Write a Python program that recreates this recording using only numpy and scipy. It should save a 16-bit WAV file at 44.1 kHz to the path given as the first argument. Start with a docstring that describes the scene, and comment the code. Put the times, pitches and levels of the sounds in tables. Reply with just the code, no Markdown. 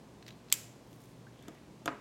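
"""A quiet room with a desk, where low ventilation noise (shaped noise) and a hum (wavering sine) go on.
A felt marker is capped: the nib end scrapes into the cap (short noise bursts), which snaps home (ringing
modes and a dry crack). Fingers rub the barrel (swelling hiss), and skin squeaks briefly between rubs.
The marker is laid down: it ticks against its neighbours and knocks on the desk (ringing modes, dull thud).
The desk and a wall throw back early echoes, and a short room tail follows the scrapes, snap and touches."""
import sys
import numpy as np
from scipy import signal
from scipy.fft import rfft, irfft
from scipy.io import wavfile

SR = 44100
rng = np.random.default_rng(int(sys.argv[2]) if len(sys.argv) > 2 else 0)


def store_wav(level_fs):
    """Save 16-bit WAV to argv[1]."""
    pcm = np.round(np.clip(np.atleast_2d(level_fs), -1, 1) * 32767)
    wavfile.write(sys.argv[1], SR, pcm.T.astype(np.int16))


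N = 88420
T = np.arange(N) / SR  # time of each sample [s]
FREQS = np.maximum(np.fft.rfftfreq(N, 1 / SR), 1)  # frequency of each spectrum bin [Hz]

# colour of the room's answer to the marker: (frequency [Hz], level [dB])
MARKER_TAIL_COLOUR = [(300, -24.5), (900, -8), (1500, -2.5), (2700, 1), (4200, -4.5), (6300, 1.5),
                      (7500, 7.5), (8500, -2), (12000, -2.5), (15500, -9), (16500, -23)]
MARKER_TAIL_DB = -16.5  # before the final levelling of each touch


def amp(db):
    """Turn decibels into a gain."""
    return 10 ** (np.asarray(db) / 20)


def unit(x):
    """Scale a sound so that its squared samples add up to one."""
    return x / np.sqrt(np.sum(x ** 2))


def at(points, hz):
    """Read a table between its points, along a logarithmic frequency axis."""
    table_hz, values = np.array(points, float).T
    return np.interp(np.log(hz), np.log(table_hz), values)


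def noise(db):
    """Make noise with an rms of one, coloured by a relative level for each frequency."""
    spectrum = rfft(rng.standard_normal(N)) * amp(db)
    return unit(irfft(spectrum, N)) * np.sqrt(N)


def bell(distance):
    """Give the level [dB] of a smooth hump: 0 at its centre and 6 dB down at distance 1."""
    return -20 * np.log10(1 + distance ** 2)


def fade(t60):
    """Die away exponentially, losing 60 dB in t60 seconds."""
    return np.exp(-np.log(1000) * T / t60)


def walk(rate_hz):
    """Wander smoothly at random, mostly slower than rate_hz, with an rms of one."""
    return noise(bell(FREQS / rate_hz))


def late(x, seconds):
    """Delay a sound."""
    start = int(np.clip(seconds * SR, 0, N - 1))
    return np.concatenate([np.zeros(start), x[:N - start]])


def ring(modes):
    """Let an object ring after one blow: each mode is a tone that dies at its own rate."""
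    tones = [amp(db) * fade(t60) * np.cos(2 * np.pi * hz * T) for hz, db, t60 in modes]
    return unit(sum(tones))


def burst(colour, t60):
    """Stand in for many close modes that die together: coloured noise with one fade."""
    return unit(noise(at(colour, FREQS)) * fade(t60))


def soften(x, cutoff_hz):
    """Weaken the upper modes, as a softer contact does."""
    low_pass = signal.butter(2, cutoff_hz, fs=SR, output="sos")
    return unit(signal.sosfilt(low_pass, x))


def radiate(x, limit_hz):
    """Thin out the bass: a body moves little air below its radiation limit."""
    high_pass = signal.butter(2, limit_hz, "high", fs=SR, output="sos")
    return unit(signal.sosfilt(high_pass, x))


def reverb(colour):
    """Make a diffuse room tail: noise in eight overlapping bands, each with its own fade."""
    # how long the room rings: (frequency [Hz], 60 dB decay time [s])
    room_t60 = [(200, 0.43), (1200, 0.37), (3000, 0.59), (7500, 0.5), (11000, 0.24), (16000, 0.4)]
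    build_s = 0.0043  # time constant of the tail's onset
    centres = np.geomspace(200, 16000, 8)  # [Hz]
    spectrum = rfft(rng.standard_normal(N)) * amp(at(colour, FREQS))
    tail = 0
    # each row of the identity picks one band, blending into its neighbours
    for hz, peak in zip(centres, np.eye(len(centres))):
        share = np.interp(np.log(FREQS), np.log(centres), peak)
        tail = tail + irfft(spectrum * share, N) * fade(at(room_t60, hz))
    return unit(tail * (1 - np.exp(-T / build_s)))


def ventilation():
    """Low air noise stays steady, while a hum swells and its phase wavers."""
    # colour of the air noise: (frequency [Hz], relative level per Hz [dB])
    air_colour = [(24, -43.5), (40, -11), (74, -10), (93, -17.5), (119, -3), (191, -4), (306, -8),
                  (514, -13), (956, -19), (1080, -19.5), (1170, -22.5), (1290, -25), (7130, -34.5),
                  (15000, -46.5)]
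    # swelling of the hum, before the trim below: (time [s], level [dB])
    hum_level = [(0.0, -66), (0.26, -64), (0.38, -67.5), (0.69, -56.5), (0.8, -78.5), (0.9, -61),
                 (1.31, -58.5), (1.44, -68.5), (2.0, -64.5)]
    air_db, hum_trim_db = -55, -1
    hum_hz, waver_rad, waver_rate_hz = 117, 0.2, 4
    phase = 2 * np.pi * hum_hz * T + waver_rad * walk(waver_rate_hz)
    hum = np.sqrt(2) * np.sin(phase)  # rms of one
    hum_db = hum_trim_db + np.interp(T, *np.array(hum_level).T)
    return amp(air_db) * noise(at(air_colour, FREQS)) + amp(hum_db) * hum


def squeak():
    """Skin squeaks briefly on the barrel between rubs: a narrow band of fading noise."""
    start_s, level_db, t60_s = 1.268, -31, 0.056
    centre_hz, half_width_hz = 1640, 150
    tone = noise(bell((FREQS - centre_hz) / half_width_hz)) * fade(t60_s)
    return amp(level_db) * late(unit(tone), start_s)


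def rubs():
    """Skin rubs along the barrel and over the desk: hiss that swells, fades and is uneven."""
    # one row per rub, its level before the unevenness:
    # (middle [s], half length [s], level [dB], centre [Hz], half width [octaves])
    strokes = [(0.292, 0.032, -68, 3260, 0.78), (0.47, 0.058, -77, 3800, .7),
               (1.004, 0.15, -71.5, 8700, 2.2), (1.423, 0.088, -72.5, 3210, 0.14),
               (1.514, 0.14, -69, 1850, 0.58)]
    roughness, rough_rate_hz = 0.45, 119.5
    out = 0
    for middle, half, db, hz, octaves in strokes:
        hiss = noise(bell(np.log2(FREQS / hz) / octaves))
        swell = np.exp(roughness * walk(rough_rate_hz) - ((T - middle) / half) ** 2)
        out = out + amp(db) * hiss * swell
    return out


def desk():
    """The marker knocks on the desk, which rings with a dull thud and a room tail."""
    # marker meeting the desk: (time [s], level [dB], contact cut-off [Hz])
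    knocks = [(1.4834, -17, 520), (1.8590, -11, 790), (1.8781, -2, 2640), (1.8850, -15, 720)]
    # modes of the desk with its sheet and pad: (frequency [Hz], level [dB], 60 dB decay time [s])
    desk_modes = [(132.8, -12, 0.035), (301, -4.5, 0.052), (442, -10, 0.036), (531, -10.5, 0.1),
                  (685, -9.5, 0.062), (1070, -8.5, .035), (1243, 0.5, 0.045), (1353, 1, 0.023),
                  (1780, -26, 0.02), (2380, -4.5, .02), (2630, -11.5, 0.017), (3880, -9, 0.018)]
    # colour of the thud: (frequency [Hz], level [dB])
    thud_colour = [(80, -10), (250, -0.5), (700, -0.5), (1300, -1.5), (2500, -6), (4500, -9.5), (8000, -15),
                   (15000, -8)]
    # colour of the room's answer to the desk: (frequency [Hz], level [dB])
    tail_colour = [(120, -9), (300, 6), (700, 0), (1150, 6), (1900, -4), (2800, -10), (4500, -16.5),
                   (12000, -19)]
    thud_t60_s, tail_db, radiation_hz = 0.048, -8.5, 89.5
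    body = ring(desk_modes)
    tail = amp(tail_db) * reverb(tail_colour)
    out = 0
    for start, db, cutoff_hz in knocks:
        thud = burst(thud_colour, thud_t60_s)  # as strong as the ringing body
        blow = radiate(body + thud, radiation_hz)
        out = out + amp(db) * late(soften(blow + tail, cutoff_hz), start)
    return out


def click(body):
    """One blow on the marker: its modes with a dry crack and little bass."""
    # dense, quickly damped ringing of the plastic: (frequency [Hz], level [dB])
    crack_colour = [(300, -12.5), (900, -11), (1600, -15), (2600, 3.5), (4300, -1.5), (6500, 4), (9500, -2),
                    (12000, -2), (15000, -0.5), (16500, -6.5)]
    crack_db, crack_t60_s = -2.5, 0.017
    radiation_hz = 1118  # the small cap radiates little below this
    crack = amp(crack_db) * burst(crack_colour, crack_t60_s)
    return radiate(body + crack, radiation_hz)


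def ticks():
    """Light, soft touches of plastic and fingernails make the marker's barrel ring."""
    # touches on the marker: (time [s], level [dB], contact cut-off [Hz])
    touches = [(0.5010, -34, 15000), (0.522, -33, 14000), (0.9297, -37.5, 13800), (1.0390, -42.5, 13930),
               (1.4250, -39, 14000), (1.4827, -28, 10900), (1.5470, -44, 14000), (1.8579, -17.5, 11700),
               (1.8608, -25, 7100)]
    # modes of the barrel when tapped: (frequency [Hz], level [dB], 60 dB decay time [s])
    barrel_modes = [(3147, -11, 0.033), (3490, -1, 0.02), (6370, -2, 0.011), (6820, -1.5, 0.013),
                    (7330, -3, 0.017), (9390, -3, 0.0075), (11380, -1, .009), (13080, -2.5, .008)]
    body = ring(barrel_modes)
    tail = amp(MARKER_TAIL_DB) * reverb(MARKER_TAIL_COLOUR)
    out = 0
    for start, db, cutoff_hz in touches:
        out = out + amp(db) * late(soften(click(body) + tail, cutoff_hz), start)
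    return out


def scrapes():
    """The barrel sticks and slips as it slides into the cap: each catch is a burst of noise."""
    # barrel catching on the rim: (time [s], level of the burst [dB])
    catches = [(0.2259, -31.5), (0.2652, -30.5), (0.2767, -38), (0.2807, -24.5), (0.2882, -28.5),
               (0.2914, -41.5), (0.3056, -29.5), (0.324, -40), (0.4855, -37), (0.4999, -33), (0.5173, -20)]
    # colour of a catch and of its room tail: (frequency [Hz], level [dB])
    scrape_colour = [(500, -18.5), (1700, -5), (2600, -2.5), (3300, -0.5), (4200, 3.5), (5000, -8.5),
                     (7000, -11), (9000, -28.5), (15000, -22)]
    t60_s, tail_db = 0.018, -14
    tail = amp(tail_db) * reverb(scrape_colour)
    out = 0
    for start, db in catches:
        out = out + amp(db) * late(burst(scrape_colour, t60_s) + tail, start)
    return out


def snap():
    """The cap jumps its ridge and slams onto the seat: two ringing blows that fill the room."""
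    # cap riding over its ridge, then hitting the seat: (time [s], level of the click [dB])
    blows = [(0.5247, 0), (0.52563, 5)]
    # modes of cap and barrel: (frequency [Hz], level [dB], 60 dB decay time [s])
    cap_modes = [(2917, -12.5, 0.016), (3130, -7, .012), (3830, -12, .017), (4757, -11.5, 0.023),
                 (5400, -21, 0.023), (5980, -5, 0.011), (6710, -1.5, 0.0067), (7005, -8.5, .018),
                 (7396, -8.5, 0.022), (7750, -7, .018), (8330, -16, .021), (11380, -16, .014),
                 (13870, -12.5, .012), (14000, -14, 0.016)]
    body = ring(cap_modes)
    out = 0
    for start, db in blows:
        tail = amp(MARKER_TAIL_DB) * reverb(MARKER_TAIL_COLOUR)
        out = out + amp(db) * late(click(body) + tail, start)
    return out


def early_echoes(near):
    """The desk and a wall throw back delayed, weaker copies of the nearby sounds."""
    # reflections: (delay [s], level [dB])
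    reflections = [(.0031, -13.5), (.0073, -22.5), (0.0138, -17.5), (0.0181, -27)]
    return sum(amp(db) * late(near, delay) for delay, db in reflections)


def scene():
    """Add the marker, hand and desk, their early echoes and the background."""
    near = rubs() + squeak() + desk() + ticks() + scrapes() + snap()
    mix = ventilation() + near + early_echoes(near)
    return mix[None]  # one channel


def record(dry):
    """The recorder cuts the deep bass and the top of the treble."""
    low_cut_hz, top_hz = 43, 16200
    bass_cut = signal.butter(4, low_cut_hz, "high", fs=SR, output="sos")
    # steep top cut: 0.2 dB ripple below it, 80 dB down beyond it
    top_cut = signal.ellip(8, 0.2, 80, top_hz, fs=SR, output="sos")
    return signal.sosfilt(top_cut, signal.sosfilt(bass_cut, dry))


dry = scene()
out = record(dry)
store_wav(out)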